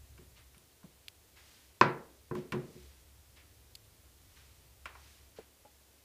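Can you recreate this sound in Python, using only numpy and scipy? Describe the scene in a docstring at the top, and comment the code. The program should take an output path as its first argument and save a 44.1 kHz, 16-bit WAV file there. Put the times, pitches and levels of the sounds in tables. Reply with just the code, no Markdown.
"""A hand crimping tool bumps softly on a desk, nicks a network cable's jacket and snaps free (1.1 s).
It is put down with one hard knock that rings the desk top (1.8 s), then rocks over and settles.
Fingers slide the jacket off with a plastic tick (3.8 s) and drop it (4.9 s); it bounces, soft taps follow.
Throughout, a small quiet room: a sleeve brushing now and then, a far clock, low rumble, hum and hiss."""
import sys
import numpy as np
from scipy import signal
from scipy.fft import rfft, irfft, next_fast_len
from scipy.io import wavfile

SR = 44100
rng = np.random.default_rng(int(sys.argv[2]) if len(sys.argv) > 2 else 0)


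def store_pcm(level_fs):
    """Save levels as 16-bit WAV."""
    pcm = np.round(np.clip(level_fs, -1, 1) * 32767).astype(np.int16)
    wavfile.write(sys.argv[1], SR, np.atleast_2d(pcm).T)


N = 266408
T = np.arange(int(SR * .7)) / SR  # time within one event, s


def desk(hard_hz=8500, knock_db_per_oct=5):
    """Each blow knocks at the contact and booms the whole board; a softer contact knocks less."""
    # tool and desk at the contact, short bark then thin ring; the strong short 1044 Hz note is the tool's own
    # ring: f/Hz, level/dB, t60/s, rise/s
    knock_modes = [(387, -11, 0.025, .001), (1044, 6, 0.018, 0.0036), (1530, -14.5, 0.031, 0.00043),
                   (1790, -12, 0.023, 0.00082), (2530, -13.5, 0.014, .0005), (3550, -27, 0.0176, .0003),
                   (4650, -24.5, .011, .0002), (5100, -26.5, 0.013, 0.00016), (564.4, -34.5, .3, .003),
                   (670, -35.5, 0.33, .003), (821, -33, 0.22, 0.0025), (986, -24, 0.21, .003),
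                   (1054, -27, 0.17, 0.0042), (1350, -30, 0.3, .003), (1414, -37, .2, 0.0033),
                   (1483, -31, 0.21, .003), (1548, -31.5, .17, .003), (1777, -30.5, 0.097, .003),
                   (2005, -34, .21, .003), (2280, -36.5, 0.12, 0.001), (2540, -33.5, .16, .003)]
    # desk top boom: f/Hz, level/dB, t60/s, rise/s
    board_modes = [(135.1, -27, .33, 0.011), (153.3, -20.5, 0.15, 0.0043), (215.4, -27, .22, 0.0027),
                   (238, -30.5, 0.18, .003), (361, -20.5, 0.28, 0.012), (444, -28, 0.19, 0.0036)]
    # room response to a knock: f/Hz, level/dB
    knock_room = [(100, -22.5), (400, -4.5), (750, -7), (1020, -2), (1280, -5.5), (1600, -5.5),
                  (2500, -11.5), (3200, -20), (4600, -20), (6500, -30.5), (10000, -41), (15000, -49.5)]
    # room response to a thud: f/Hz, level/dB
    thud_room = [(40, -25.5), (90, -12.5), (140, 10.5), (300, -2.5), (430, -2), (600, -12), (1000, -32.5),
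                 (3000, -71.5)]
    crack_spectrum = [(500, 1), (2500, 4.5), (5000, -2), (7000, -12.5), (15000, -28.5)]  # f/Hz, level/dB
    out = np.zeros(N)
    for t_s, thud_db, contact_hz in contacts():
        knock_db = thud_db + knock_db_per_oct * np.log2(contact_hz / hard_hz)
        crack = amp(-20.5) * noise(crack_spectrum, len(T)) * fade(0.019, 0.000067)
        knock = ring(knock_modes, scatter_db=1.7) + crack + amp(-25.5) * room(knock_room, build_s=.005)
        thud = ring(board_modes, scatter_db=1.04) + amp(-26) * room(thud_room, build_s=0.0024)
        add(out, t_s, soften(amp(knock_db) * knock + amp(thud_db) * thud, contact_hz))
    return out


def contacts(rock_loss_db=3):
    """A tilted landing rocks onto its other edge, more lightly. Rows: t/s, level/dB, cut-off/Hz."""
    # tool and hands on the desk: t/s, level/dB, contact cut-off/Hz, second edge delay/s (0: lands flat)
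    blows = [(0.184, -33.5, 750, 0.021), (0.561, -39, 303, 0), (0.843, -34, 240, 0), (1.812, -1.5, 8460, 0),
             (2.3111, -12, 1346, 0.0415), (2.5214, -18, 600, 0), (2.5316, -11, 1100, 0.0137),
             (2.753, -28, 600, 0)]
    first_edge = [(t_s, db, hz) for t_s, db, hz, _ in blows]
    second_edge = [(t_s + rock_s, db - rock_loss_db, hz) for t_s, db, hz, rock_s in blows if rock_s > 0]
    return first_edge + second_edge


def soften(x, contact_hz):
    """A soft contact lasts longer and cannot drive the high modes."""
    return signal.sosfilt(signal.butter(2, min(contact_hz, SR * .45), fs=SR, output="sos"), x)


def ticks(slip_delay_s=0.0025, slip_hz=4760, slip_t60_s=0.009, low_cut_hz=1500):
    """Blade and jacket snap, then the jacket slips on a fixed note; too small to radiate bass."""
    # close snaps: t/s, ring/dB, f/Hz, t60/s, crack/dB, slip/dB
    snaps = [(0.5801, -38, 9500, 0.0028, -53.5, -62), (1.0829, -13, 3270, 0.0013, -40, -45),
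             (3.7522, -32, 4300, 0.0055, -43, -38)]
    out = np.zeros(N)
    for t_s, ring_db, hz, t60_s, crack_db, slip_db in snaps:
        add(out, t_s, snap(ring_db, hz, t60_s, crack_db))
        add(out, t_s + slip_delay_s, snap(slip_db, slip_hz, slip_t60_s, crack_db=slip_db - 3))
    return signal.sosfilt(signal.butter(2, low_cut_hz, "high", fs=SR, output="sos"), out)


def snap(ring_db, hz, t60_s, crack_db):
    """A few cycles of ring and a crack."""
    crack_spectrum = [(800, -20.5), (2300, 6.5), (10000, 2.5), (15000, -0.5)]  # f/Hz, level/dB
    ping = np.sin(2 * np.pi * hz * T) * fade(t60_s, 0.00029)
    crack = noise(crack_spectrum, len(T)) * fade(0.0113, 0.00023)
    return amp(ring_db) * ping + amp(crack_db) * crack


def clacks():
    """Light plastic hits the desk: sharp contact, short-lived modes, then the room."""
    # plastic hits: t/s, level/dB, tilt/(dB/oct)
    hits = [(0.178, -54.5, 1.5), (0.545, -56.5, 1), (0.831, -56, -13), (2.3513, -45.5, 3.5),
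            (2.388, -51.5, 0), (2.5212, -29, -1.46)]
    # hard plastic: f/Hz, level/dB, t60/s, rise/s
    plastic_modes = [(1059, -5, 0.037, 0.0017), (1424, -6.5, 0.046, 0.00061), (1570, -6.5, 0.031, 0.0003),
                     (2297, -7.5, 0.052, 0.00056), (2724, -11.5, .035, .0003)]
    # clack noise and its reflections: f/Hz, level/dB
    spectrum = [(200, -15), (600, -9), (1100, 1.5), (1600, -2.5), (2600, -3.5), (3500, -9), (7000, -17.5),
                (15000, -29.5)]
    out = np.zeros(N)
    for t_s, db, tilt_db_per_oct in hits + bounces(count=3):
        contact = amp(-6) * unit(rng.standard_normal(len(T))) * fade(0.0053, .0002)
        body = ring(plastic_modes, scatter_db=1.5) + amp(-5) * noise(spectrum, len(T)) * fade(0.046, .0003)
        tail = amp(-16) * room(spectrum, build_s=0.0064)
        add(out, t_s, amp(db) * brighten(contact + body + tail, tilt_db_per_oct, pivot_hz=1460))
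    return out


def bounces(count):
    """The dropped jacket hops ever lower, weaker and duller. Rows: t/s, level/dB, tilt/(dB/oct)."""
    drop_s, drop_db, drop_db_per_oct = 4.856, -32.5, -2.5
    first_flight_s, flight_ratio = 0.096, 0.44
    loss_db, dull_db_per_oct = 13, 7.5  # per bounce
    return [(drop_s + first_flight_s * sum(flight_ratio ** np.arange(k)),
             drop_db - loss_db * k,
             drop_db_per_oct - dull_db_per_oct * k) for k in range(count)]


def brighten(x, tilt_db_per_oct, pivot_hz):
    """A harder contact lifts the treble: a causal spectral tilt."""
    size = 2 * len(x)
    octaves = np.log2(np.hypot(np.fft.rfftfreq(size, 1 / SR) / pivot_hz, 1) / np.sqrt(2))
    cepstrum = irfft(np.log(amp(tilt_db_per_oct * octaves)))
    cepstrum[1:size // 2] *= 2  # fold to minimum phase
    cepstrum[size // 2 + 1:] = 0
    return irfft(rfft(x, size) * np.exp(rfft(cepstrum)))[:len(x)]


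def taps():
    """Fingers close on cable and handle: one hollow damped note and a dull puff."""
    # finger and cable taps: t/s, note/dB, f/Hz, t60/s, puff/dB
    touches = [(0.841, -39.5, 185, 0.058, -55), (5.386, -32.5, 456, 0.038, -44.5),
               (5.650, -53, 835, 0.13, -52.5)]
    # f/Hz, level/dB
    puff_spectrum = [(100, -6), (300, 2.5), (500, 5.5), (950, -8.5), (1400, -15.5), (5000, -31)]
    out = np.zeros(N)
    for t_s, note_db, hz, t60_s, puff_db in touches:
        note = np.sin(2 * np.pi * hz * T) * fade(t60_s, 0.0024)
        puff = noise(puff_spectrum, len(T)) * fade(0.085, 0.0008)
        add(out, t_s, amp(note_db) * note + amp(puff_db) * puff)
    return out


def clock():
    """A far clock steps once a second, heard through its reflections."""
    # tick spectrum: f/Hz, level/dB
    spectrum = [(400, -12.5), (1000, -5.5), (2100, 0), (4200, -3), (7000, -10), (14000, -26)]
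    out = np.zeros(N)
    for t_s in .355 + np.arange(6):
        add(out, t_s, amp(-55.5 + rng.normal()) * room(spectrum, build_s=0.012))
    return out


def sleeve():
    """Cloth hisses as the arm reaches out and comes back."""
    # arm moves: centre t/s, level/dB, half length/s
    brushes = [(1.53, -63.5, 0.17), (2.806, -65.5, 0.2), (4.42, -68.5, 0.2), (5.08, -63.5, 0.16)]
    # cloth friction: f/Hz, level/dB
    cloth = [(300, -10), (1000, -5), (2200, -0.5), (5000, -1.5), (9000, -7.5), (15000, -16.5)]
    t = np.arange(N) / SR
    speed = sum(amp(db) * np.exp(-((t - centre_s) / half_s) ** 2) for centre_s, db, half_s in brushes)
    return speed * noise(cloth, N)


def room(spectrum, build_s):
    """Diffuse reflections build up, then die sooner in the treble."""
    # room decay: f/Hz, t60/s
    decay = [(100, 0.2), (400, 0.58), (1000, .42), (2200, 0.36), (4500, .24), (10000, .14)]
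    hz, t, bands = signal.stft(noise(spectrum, len(T)), SR, nperseg=256)
    damping = np.exp(-np.log(1000) * t / along(decay, hz)[:, None])
    tail = signal.istft(bands * damping, SR)[1][:len(T)]
    return tail * (1 - np.exp(-(T / build_s) ** 2))


def background():
    """The room's low rumble and wavering hum under an even hiss."""
    # room rumble: f/Hz, level/dB
    rumble = [(20, -22), (45, -10), (60, -4.5), (69, 2), (80, -5), (100, -4), (135, -13), (200, -27),
              (400, -55.5)]
    # hum, a narrow noise band: f/Hz, level/dB
    hum = [(55, -40), (66, -6.5), (69, 1.5), (72, -7.5), (84, -46.5)]
    # drift of rumble and hum: t/s, level/dB
    drift = [(0.0, -61), (0.39, -61), (0.67, -72.5), (1.48, -66.5), (1.6, -71), (2.93, -65), (4.66, -63),
             (5.35, -66), (5.43, -71), (6.04, -74)]
    # microphone hiss: f/Hz, level/dB
    hiss = [(88, -29), (150, -2), (178, -4), (307, -1.5), (365, -2), (517, -3.5), (790, -7.5), (871, -8),
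            (1360, -10.5), (3370, -9.5), (15200, -12)]
    low_db = np.interp(np.arange(N) / SR, *np.transpose(drift))
    low = amp(-0.65) * noise(rumble, N) + amp(-1.0) * noise(hum, N)
    return amp(low_db) * low + amp(-64.5) * noise(hiss, N)


def ring(modes, scatter_db):
    """Damped modes, each at a slightly new strength."""
    return sum(amp(db + scatter_db * rng.normal()) * np.sin(2 * np.pi * hz * T) * fade(t60_s, rise_s)
               for hz, db, t60_s, rise_s in modes)


def fade(t60_s, rise_s):
    """Quick swell, then 60 dB of decay per t60_s."""
    return np.exp(-np.log(1000) * T / t60_s) * (1 - np.exp(-T / rise_s))


def noise(spectrum, size):
    """Coloured noise of rms 1."""
    hz = np.fft.rfftfreq(size, 1 / SR)
    return unit(irfft(rfft(rng.standard_normal(size)) * amp(along(spectrum, hz)), size))


def along(points, hz):
    """Interpolate (f/Hz, value) points on a log axis."""
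    points_hz, values = np.transpose(points)
    return np.interp(np.log(hz + 1), np.log(points_hz), values)


def amp(db):
    """Decibels to gain."""
    return 10 ** (np.asarray(db) / 20)


def unit(x):
    """Scale to rms 1."""
    return x / np.sqrt(np.mean(x ** 2) + 1e-20)


def add(track, t_s, sound):
    """Mix a sound into the track at t_s."""
    start = round(t_s * SR)
    track[start:start + len(sound)] += sound[:len(track) - start]


def scene():
    """All sources, summed to mono."""
    return (desk() + clacks() + ticks() + taps() + clock() + sleeve() + background())[None]


def record(dry):
    """Brick-wall low-pass."""
    top_hz = 15350
    size = next_fast_len(N + SR // 2)
    passband = np.fft.rfftfreq(size, 1 / SR) < top_hz
    return irfft(rfft(dry, size) * passband, size)[..., :N]


dry = scene()
out = record(dry)
store_pcm(out)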